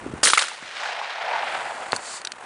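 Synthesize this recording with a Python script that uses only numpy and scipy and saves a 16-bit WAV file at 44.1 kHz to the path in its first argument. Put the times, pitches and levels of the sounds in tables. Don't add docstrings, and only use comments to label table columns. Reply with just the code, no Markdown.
import sys
import numpy as np
from scipy import signal
from scipy.fft import rfft, irfft
from scipy.io import wavfile
from scipy.ndimage import uniform_filter1d

SR = 44100
rng = np.random.default_rng(int(sys.argv[2]) if len(sys.argv) > 2 else 0)


def master(y):
    cut = np.clip(np.atleast_2d(y).T, -1, 1)
    pcm = np.round(cut * 32767)
    wavfile.write(sys.argv[1], SR, pcm.astype(np.int16))


N = 108045
T = np.arange(N) / SR
BAND_EDGE_HZ = 10060


def amp(db):
    return 10 ** (np.asarray(db) / 20)


def unit(x):
    return x / np.sqrt(np.mean(x ** 2) + 1e-20)


def colour(x, spectrum, tilt_db=0):
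    octave = np.log2(np.fft.rfftfreq(N, 1 / SR) + 1)
    hz, db = np.transpose(spectrum)
    gain = amp(np.interp(octave, np.log2(hz), db) + tilt_db * octave)
    in_band = octave < np.log2(BAND_EDGE_HZ) + 1 / 8
    return unit(irfft(rfft(x) * gain * in_band, N))


def noise(spectrum, tilt_db=0):
    return colour(rng.standard_normal(N), spectrum, tilt_db)


def flutter(width_s, depth_db):
    smooth = np.exp(-(np.fft.rfftfreq(N, 1 / SR) * width_s) ** 2)
    return amp(depth_db * unit(irfft(rfft(rng.standard_normal(N)) * smooth, N)))


def mottle(x, depth_db):
    spectra = signal.stft(x, nperseg=128)[2]
    patches = uniform_filter1d(rng.standard_normal(spectra.shape), size=5, axis=0)
    patches = uniform_filter1d(patches, size=5, axis=1)
    return unit(signal.istft(spectra * amp(depth_db * unit(patches)), nperseg=128)[1][:N])


def grains(per_s, spread_db):
    sizes = rng.standard_normal(N) * amp(spread_db * rng.standard_normal(N))
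    return sizes * (rng.random(N) < per_s / SR)


def burst(start, rise, t60, hold=0):
    release = np.exp(-np.log(1000) * np.maximum(T - start - rise - hold, 0) / t60)
    return np.clip((T - start) / rise, 0, 1) * release


def ring(start, hz, rise, glide=0.26):
    age = np.maximum(T - start, 0) / rise
    return (age * np.exp(1 - age)) ** 2, hz * rise * (age + glide * (1 - np.exp(-age)))


# (f/Hz, level/dB)
AIR_SPECTRUM = [(25, -20), (70, -13.5), (180, -8.5), (400, -2), (800, 4.5), (1500, 1.5), (3000, -8.5),
                (5000, -18), (9500, -16)]
# (t/s, level/dB)
AIR_LEVEL = [(0, -41), (.4, -44.5), (1.1, -50.5), (1.55, -37.5), (2.3, -44), (2.45, -41.5)]
def field_air():
    level = amp(np.interp(T, *np.transpose(AIR_LEVEL)))
    return level * noise(AIR_SPECTRUM) * flutter(0.0093, depth_db=2.0)


# (f/Hz, level/dB)
RUMBLE_SPECTRUM = [(25, -9), (70, -6), (200, -5.5), (420, -11), (800, -24.5), (4000, -55)]
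# (t/s, knock level/dB, f/Hz, rumble level/dB)
THUDS = [(0.0627, -18, 302, -37.5), (0.1361, -20.5, 252, -41.5), (.6250, -36, 233, -55)]
def grip_and_thuds(rise_s=0.0018, t60_s=0.35):
    rumble = noise(RUMBLE_SPECTRUM)
    out = amp(-40.5) * noise(RUMBLE_SPECTRUM) * burst(0, 0.028, t60_s, hold=0.14)
    for start, db, hz, rumble_db in THUDS:
        swell, turns = ring(start, hz, rise_s)
        out += amp(db) * swell * np.sin(2 * np.pi * turns)
        out += amp(rumble_db) * rumble * burst(start, rise_s, t60_s)
    return out


# (f/Hz, level/dB)
CRASH_SPECTRUM = [(30, -40), (100, -33), (250, -10.5), (500, -1), (750, -13), (1100, 1.5), (3500, -0.5),
                  (9500, 1.5)]
# (t/s, level/dB, positive phase/s)
BLAST_FRONTS = [(0.2323, 0, 0.00023), (0.236, -3.5, 0.00024)]
def shotgun():
    crackle = flutter(0.0007, depth_db=1.3)
    crash = colour(mottle(rng.standard_normal(N) * crackle, depth_db=3.5), CRASH_SPECTRUM)
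    out = amp(-11.5) * crash * burst(0.2304, rise=0.0034, t60=0.37, hold=0.0097)
    for start, db, positive_s in BLAST_FRONTS:
        age = np.maximum(T - start, 0) / positive_s
        out += amp(db) * (T >= start) * (1 - age) * np.exp(-age)
    return out


def rough_knock(start, hz, rise, rasp=0, jitter_turns=0.033):
    swell, turns = ring(start, hz, rise)
    wander = np.log(flutter(1 / hz, depth_db=20 / np.log(10)))
    return swell * (np.sin(2 * np.pi * (turns + jitter_turns * wander)) + rasp)


# (t/s, knock level/dB, f/Hz, rise/s, spray level/dB, spray t60/s)
NEAR_SLAPS = [(.2720, -5.5, 1800, 0.00078, -13.5, 0.073), (0.3, -11, 1350, .0011, -11, 0.025),
              (0.3338, 0, 1230, 0.00089, -14.5, 0.1), (0.3742, -6.5, 1210, 0.0025, -18.5, 0.09),
              (.3794, -5, 1980, 0.0014, -25, 0.048), (0.3895, -22, 1800, 0.0023, -15.5, 0.11),
              (0.4100, -26, 1150, 0.0011, -19, 0.14), (0.4221, -15, 1300, 0.0013, -16, 0.039),
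              (.4372, -19.5, 1300, 0.0012, -33, 0.61), (.4830, -22.5, 1400, 0.00089, -26.5, .035)]
# (f/Hz, level/dB)
SPRAY_SPECTRUM = [(40, -36), (120, -45), (300, -21), (550, -5.5), (1400, 2.5), (3900, 3), (5500, -5),
                  (9500, -3)]
# (t/s, level/dB, f/Hz)
FAR_SLAPS = [(.516, -26, 840), (.6345, -31, 1940), (.767, -27, 2180), (0.858, -22, 1400), (1.014, -19, 950),
             (1.182, -24.5, 810), (1.293, -19, 690), (1.339, -20.5, 820), (1.36, -18.5, 816),
             (1.431, -15.5, 784), (1.614, -22, 880), (1.719, -23.5, 870)]
def slaps(low_cut_hz=400):
    rasp = amp(-15.5) * noise(SPRAY_SPECTRUM)
    near = sum(amp(db) * rough_knock(start, hz, rise, rasp) for start, db, hz, rise, _, _ in NEAR_SLAPS)
    far = sum(amp(db) * rough_knock(start, hz, rise=0.0015) for start, db, hz in FAR_SLAPS)
    knocks = signal.lfilter(*signal.butter(2, low_cut_hz, "high", fs=SR), near + far)
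    spray_power = sum((amp(db) * burst(start, 0.00068, t60)) ** 2 for start, *_, db, t60 in NEAR_SLAPS)
    scatter = mottle(rng.standard_normal(N), depth_db=3.0) * flutter(0.0036, depth_db=1.9)
    return knocks + np.sqrt(spray_power) * colour(scatter, SPRAY_SPECTRUM)


def air_absorption(x, start, db_per_khz_s=3, clear_hz=1950):
    hz, t, spectra = signal.stft(x, SR, nperseg=256)
    excess_khz = np.maximum(hz[:, None] - clear_hz, 0) / 1000
    loss_db = db_per_khz_s * excess_khz * np.maximum(t - start, 0)
    return signal.istft(spectra * amp(-loss_db), SR, nperseg=256)[1][:N]


# (f/Hz, level/dB)
WOODS_SPECTRUM = [(60, -46), (250, -41), (400, -12), (650, -0.5), (1000, -0.5), (1500, 5), (2600, 1.5),
                  (4000, -1.5), (6000, -7.5), (9500, -14)]
# (f/Hz, level/dB)
BOOM_SPECTRUM = [(100, -53), (300, -27.5), (480, -8.5), (680, 4.5), (880, 3.5), (1150, -7.5), (2000, -13),
                 (9000, -46)]
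# (t/s, wash level/dB, boom level/dB)
ECHO_SWELLS = [(0.441, -35, -63), (.53, -41, -45), (.60, -42, -68), (.69, -39, -64), (.76, -32, -51),
               (.83, -29, -35.5), (1.0, -32.5, -33.5), (1.131, -31.5, -43.5), (1.22, -32, -33),
               (1.33, -30, -26), (1.47, -29, -33.5), (1.62, -33, -34.5), (1.78, -38, -35.5),
               (2.0, -41, -42.5), (2.45, -61, -66)]
def woods_echo(reflections_per_s=9000):
    times, wash_db, boom_db = np.transpose(ECHO_SWELLS)
    trunks = amp(-9.5) * colour(grains(per_s=280, spread_db=1.5), WOODS_SPECTRUM)
    wash = colour(mottle(grains(reflections_per_s, spread_db=1.5), depth_db=1.5), WOODS_SPECTRUM)
    boom = colour(grains(reflections_per_s, spread_db=-1.5), BOOM_SPECTRUM)
    roll = amp(np.interp(T, times, wash_db)) * (trunks + wash) + amp(np.interp(T, times, boom_db)) * boom
    roll *= (T > times[0]) * flutter(0.012, depth_db=1.39)
    return air_absorption(roll, times[0])


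# (t/s, level/dB)
JACKET_LEVEL = [(1.2, -70), (1.55, -48), (1.90, -49), (1.95, -38), (1.985, -48.5), (2.06, -37.5),
                (2.17, -34.5), (2.22, -55), (2.27, -91)]
# (f/Hz, level/dB)
CLOTH_SPECTRUM = [(200, -25), (1000, 1), (3500, -5.5), (4500, 3), (5500, -5), (7500, 2.5), (9800, -4.5)]
def jacket():
    return amp(np.interp(T, *np.transpose(JACKET_LEVEL))) * noise(CLOTH_SPECTRUM)


# (t/s, level/dB, tilt/dB per octave, struck part f/Hz, its level/dB)
GUN_CLICKS = [(1.9207, -21.5, 3, 4350, -18.5), (1.9627, -18.5, 14, 7560, -28.5),
              (2.216, -32.5, 6, 2880, -36), (2.2493, -20, 5, 5870, -18.5),
              (2.2720, -24.5, 3.5, 3860, -22.5), (2.3193, -25, 4, 5490, -31)]
# (f/Hz, level/dB)
CLICK_SPECTRUM = [(100, -48), (700, -19), (1400, 10), (2300, 2.5), (4200, 5), (5600, -8), (7500, -6),
                  (9500, -8)]
# (f/Hz, level/dB, t60/s)
STEEL_MODES = [(1466, -7.5, 0.027), (4450, -4, 0.015)]
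def gun_clicks(rise_s=0.00038):
    out = np.zeros(N)
    for start, db, tilt_db, part_hz, part_db in GUN_CLICKS:
        steel = sum(amp(mode_db) * np.sin(2 * np.pi * hz * (T - start)) * burst(start, rise_s, t60)
                    for hz, mode_db, t60 in STEEL_MODES)
        part = np.sin(2 * np.pi * part_hz * (T - start)) * burst(start, rise_s, t60=0.013)
        snap = noise(CLICK_SPECTRUM, tilt_db) * burst(start, rise_s, t60=0.018)
        out += amp(db) * (steel + snap) + amp(part_db) * part
    return out


# (f/Hz, level/dB)
POP_TAIL_SPECTRUM = [(30, -11), (110, -4), (220, -0.5), (1200, -4), (3000, -6.5), (9000, -29)]
def distant_pop(start=1.9313, width_s=0.00021, low_cut_hz=390):
    age = (T - start) / width_s
    pulse = signal.lfilter(*signal.butter(2, low_cut_hz, "high", fs=SR), age / (1 + age ** 2) ** 2)
    tail = noise(POP_TAIL_SPECTRUM) * burst(start, rise=0.00085, t60=0.21)
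    return amp(7.5) * pulse + amp(-31) * tail


def scene():
    before = field_air() + grip_and_thuds()
    report = shotgun() + slaps() + woods_echo()
    after = jacket() + gun_clicks() + distant_pop()
    return (before + report + after)[None]


def record(dry):
    ceiling, low_cut_hz = 0.75, 61
    squashed = dry / (1 + (dry / ceiling) ** 4) ** 0.25
    thinned = signal.lfilter(*signal.butter(1, low_cut_hz, "high", fs=SR), squashed)
    lowpass = signal.firwin(801, BAND_EDGE_HZ, window=("kaiser", 8), fs=SR)
    return signal.oaconvolve(thinned, lowpass[None], "same")


dry = scene()
out = record(dry)
master(out)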